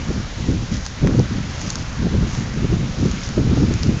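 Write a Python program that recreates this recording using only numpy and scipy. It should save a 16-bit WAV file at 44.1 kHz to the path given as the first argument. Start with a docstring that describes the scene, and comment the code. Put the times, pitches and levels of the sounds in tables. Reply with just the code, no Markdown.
"""Wind hisses steadily through conifer crowns from the start, and gusts buffet the microphone:
the harder they blow, the louder and brighter the rumble. Someone walks slowly over the forest floor,
each step crushing needle litter. From 0.85 s on a dry twig snaps now and then; the strongest gusts
come just after 1 s, the sharpest snap at 1.7 s. The recorder is dull above 7 kHz throughout."""
import sys
import numpy as np
from scipy import signal
from scipy.fft import rfft, irfft
from scipy.io import wavfile

SR = 44100
rng = np.random.default_rng(int(sys.argv[2]) if len(sys.argv) > 2 else 0)


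def inscribe(sig):
    """Save sig as 16-bit PCM at rate SR to the path in sys.argv[1].

    A 1-D sig is mono; a 2-D sig holds one channel per row.
    Samples are clipped to [-1, 1] before scaling.
    """
    pcm = np.round(np.clip(np.atleast_2d(sig).T, -1, 1) * 32767)
    wavfile.write(sys.argv[1], SR, pcm.astype(np.int16))


N = 176400


def undb(db):
    """Decibels to gain."""
    return 10 ** (np.asarray(db) / 20)


def unit(x):
    """Scale to rms 1."""
    return x / np.sqrt(np.mean(x ** 2))


def curve(rows):
    """Join (time_s, value) rows by straight lines."""
    return np.interp(np.arange(N) / SR, *np.array(rows).T)


def at_hz(rows, hz):
    """Read (freq_hz, value) rows on a log-frequency axis."""
    freq_hz, values = np.array(rows).T
    return np.interp(np.log(np.maximum(hz, 1)), np.log(freq_hz), values)


def colour(x, rows):
    """Filter by (freq_hz, gain_db) rows."""
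    freq_hz = np.arange(N + 1) * SR / (2 * N)
    return irfft(rfft(x, 2 * N) * undb(at_hz(rows, freq_hz)))[:N]


def bands(x, count=20):
    """Yield (centre_hz, band) for overlapping half-octave bands from 20 Hz up."""
    spectrum = rfft(x)
    freq_hz = np.arange(N // 2 + 1) * SR / N
    half_octaves = 2 * np.log2(np.maximum(freq_hz, 20) / 20)
    for k in range(count):
        weight = np.maximum(1 - abs(half_octaves - k), 0)
        yield 20 * 2 ** (k / 2), irfft(spectrum * weight, N)


def wander(rate_hz):
    """Smooth random drift, rms 1, changing about rate_hz times a second."""
    freq_hz = np.arange(N // 2 + 1) * SR / N
    lowpass = np.exp(-(2 * freq_hz / rate_hz) ** 2 / 2)
    return unit(irfft(rfft(rng.standard_normal(N)) * lowpass, N))


def canopy():
    """Air through countless needles: a smooth hiss whose bands sway and flutter a little."""
    # hiss spectrum: freq_hz, density_db
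    spectrum = [(100, -4), (300, -0.5), (500, 3), (800, -.5), (1300, 0), (2200, -2), (3500, -5.5),
                (5000, -7), (6600, -9), (9000, -9.5)]
    # hiss level: time_s, level_db
    levels = [(0, -33.5), (.6, -35.3), (1.4, -33.5), (2.1, -33.5), (2.7, -34), (3.3, -33.5), (4, -33)]
    sway_db, flutter_db = 1.25, .5
    hiss = unit(colour(rng.standard_normal(N), spectrum))
    swaying = sum(band * undb(sway_db * wander(rate_hz=5.6) + flutter_db * wander(rate_hz=39))
                  for _, band in bands(hiss))
    return undb(curve(levels)) * swaying


def fractures(rate_per_s=1500, spread_db=3):
    """Tiny fractures at random moments, a few much larger than the rest."""
    size = undb(spread_db * np.minimum(rng.exponential(size=N), 4))
    breaks = rng.random(N) < rate_per_s / SR
    return breaks * rng.choice([-1, 1], N) * size


def footsteps():
    """Needles and bark crackle as each step loads the litter, over a faint steady rustle."""
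    # steps and scuffs: peak_s, half_length_s, level_db, bark_re_needles_db
    steps = [(.1, .1, -55, -7), (.75, 0.031, -36.5, -2), (.855, 0.025, -39, -17), (1.66, .09, -37, -8),
             (1.81, 0.017, -44, -14), (2.35, 0.079, -39.5, -2.5), (3.075, 0.093, -43, 1.5),
             (3.245, 0.026, -36, -14), (3.59, .04, -40.5, -7), (3.87, 0.027, -44.5, -1)]
    # crushed needles: freq_hz, density_db
    needle_spectrum = [(500, -9.5), (1500, -16.5), (3000, -7), (4300, -0.5), (5600, 4), (6800, 4),
                       (9000, -12)]
    # crushed bark and sticks: freq_hz, density_db
    bark_spectrum = [(300, -9), (900, -11), (2700, -2.5), (4000, -2), (7000, -11.5)]
    rustle_db = -45.5
    t = np.arange(N) / SR
    needle_gain, bark_gain = np.zeros(N), np.zeros(N)
    for peak_s, half_length_s, level_db, bark_re_needles_db in steps:
        load = undb(level_db) * np.exp(-((t - peak_s) / half_length_s) ** 2 / 2)
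        needle_gain += load
        bark_gain += undb(bark_re_needles_db) * load
    needles = unit(colour(fractures(), needle_spectrum))
    bark = unit(colour(fractures(), bark_spectrum))
    return needles * np.hypot(needle_gain, undb(rustle_db)) + bark * bark_gain


def resonate(x, centre_hz, width_hz):
    """One resonance, gain 1 at its centre."""
    return signal.lfilter(*signal.iirpeak(centre_hz, centre_hz / width_hz, fs=SR), x)


def twigs():
    """Each snap: about 1 ms of tearing fibres rings the wood, with a faint tail of splinters."""
    # twig snaps: start_s, ring_peak_db, ring_hz, crack_re_ring_db, decay_s
    snaps = [(0.855, -19.5, 6300, -10, .001), (.8635, -15, 4960, -3.5, 0.0011),
             (1.0728, -16, 6400, 5, 0.00049), (1.1945, -16.5, 5900, -17, 0.00094),
             (1.615, -16.5, 6740, -1.5, 0.0015), (1.703, -7, 6800, -17, .0017),
             (1.722, -25, 6200, -12, 0.00104), (1.756, -10.5, 5400, -13, 0.0013),
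             (2.3508, -15, 6000, -4, 0.00092), (3.114, -18, 5360, -3, 0.0015),
             (3.29, -19.5, 5850, -11, .001), (3.739, -16, 5960, -11, .0007),
             (3.8289, -16, 5960, -12, .0005), (3.833, -8.5, 4660, -19, .0004)]
    # wood resonances: freq_ratio, relative_width, gain_db
    modes = [(0.701, 0.21, -6), (1.03, 0.51, 4)]
    splinter_db, splinter_decay_s = -25, 0.013
    t = np.arange(SR // 20) / SR
    splinters = undb(splinter_db) * np.exp(-t / splinter_decay_s)
    out = np.zeros(N)
    for start_s, ring_peak_db, ring_hz, crack_re_ring_db, decay_s in snaps:
        tear = rng.choice([-1., 1.], len(t)) * (np.exp(-t / decay_s) + splinters)
        ring = sum(undb(gain_db) * resonate(tear, ring_hz * ratio, ring_hz * ratio * width)
                   for ratio, width, gain_db in modes)
        crack = resonate(tear, centre_hz=1250, width_hz=1300)
        snap = ring / abs(ring).max() + undb(crack_re_ring_db) * crack / abs(crack).max()
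        start = int(start_s * SR)
        out[start:start + len(t)] += undb(ring_peak_db) * snap[:N - start]
    return out


def buffeting():
    """Turbulence on the microphone: gusts and slaps raise the small, fast, bursty eddies most."""
    # gusts at the microphone: time_s, strength_db
    gusts = [(0.0, -24.5), (0.07, -30), (0.11, -14), (0.13, -32), (0.17, -20.5), (0.22, -29), (0.34, -39),
             (0.4, -22), (0.42, -27), (0.5, -13.5), (0.68, -32.5), (0.71, -16.5), (0.86, -39.5),
             (0.99, -33.5), (1.04, -11), (1.18, -18.5), (1.19, -7), (1.29, -34), (1.32, -20.5),
             (1.55, -30.5), (1.67, -24), (1.7, -33), (1.82, -25), (1.84, -34), (1.98, -28), (2.0, -19),
             (2.07, -13.5), (2.09, -24), (2.16, -15), (2.36, -28), (2.38, -19), (2.53, -30), (2.56, -19.5),
             (2.66, -21.5), (2.67, -23), (2.73, -14.5), (2.78, -23), (2.82, -16.5), (2.96, -32.5),
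             (2.99, -18), (3.06, -10.5), (3.1, -21), (3.25, -33.5), (3.31, -24), (3.35, -34.5), (3.38, -11),
             (3.43, -19.5), (3.49, -15), (3.52, -13.5), (3.55, -15), (3.62, -10.5), (3.69, -18.5),
             (3.71, -14.5), (3.78, -25.5), (3.89, -12.5), (4.0, -28.5)]
    # sudden slaps of air: start_s, extra_db
    slaps = [(0.103, 3.5), (.47, 3.5), (.485, 3.5), (1.02, 8.5), (1.046, 2.5), (1.112, 0), (1.148, 8.5),
             (2.064, 4.5), (2.139, 9), (2.224, 8.5), (2.644, 10), (2.704, 5), (3.376, 6.5), (3.391, 4),
             (3.516, 4), (3.707, 5.5)]
    # rumble in a moderate gust: freq_hz, density_db
    spectrum = [(15, -13), (30, -5.5), (60, -0.5), (115, 0.23), (200, -3.5), (280, -10), (400, -20),
                (550, -31), (1000, -45.5), (2000, -60)]
    # band growth with gust strength: freq_hz, db_per_gust_db
    growth = [(30, 0.39), (120, 0.74), (250, 0.99), (450, 1.69), (900, 1.68)]
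    moderate_gust_db, rumble_db, slap_rise_s = -20, -20.5, 0.0036
    eddy_rate_hz, eddy_db, eddy_full_above_hz = 205, 3, 225
    t = np.arange(N) / SR
    gust_db = curve(gusts) - moderate_gust_db
    for start_s, extra_db in slaps:
        age = np.maximum(t - start_s, 0) / slap_rise_s
        gust_db += extra_db * age * np.exp(1 - age)
    eddies = wander(eddy_rate_hz)
    pressure = unit(colour(rng.standard_normal(N), spectrum))
    rumble = np.zeros(N)
    for centre_hz, band in bands(pressure, count=15):
        shake_db = eddy_db * min(centre_hz / eddy_full_above_hz, 1) * eddies
        rumble += band * undb(gust_db * at_hz(growth, centre_hz) + shake_db)
    return undb(rumble_db) * rumble


def scene():
    """All sources at one microphone."""
    return (buffeting() + canopy() + footsteps() + twigs())[None]


def record(dry):
    """The recorder rounds the strongest buffets and rolls off the treble."""
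    # recorder treble response: freq_hz, gain_db
    treble = [(6700, 0.5), (7100, -3), (7500, -11), (7800, -18.5), (8050, -27), (8400, -21.5), (8800, -31)]
    ceiling, cutoff_hz = .8, 8800
    rounded = dry[0] / (1 + (dry[0] / ceiling) ** 4) ** .25
    lowpass = signal.ellip(8, .2, 80, cutoff_hz, fs=SR, output="sos")
    return signal.sosfilt(lowpass, colour(rounded, treble))[None]


dry = scene()
out = record(dry)
inscribe(out)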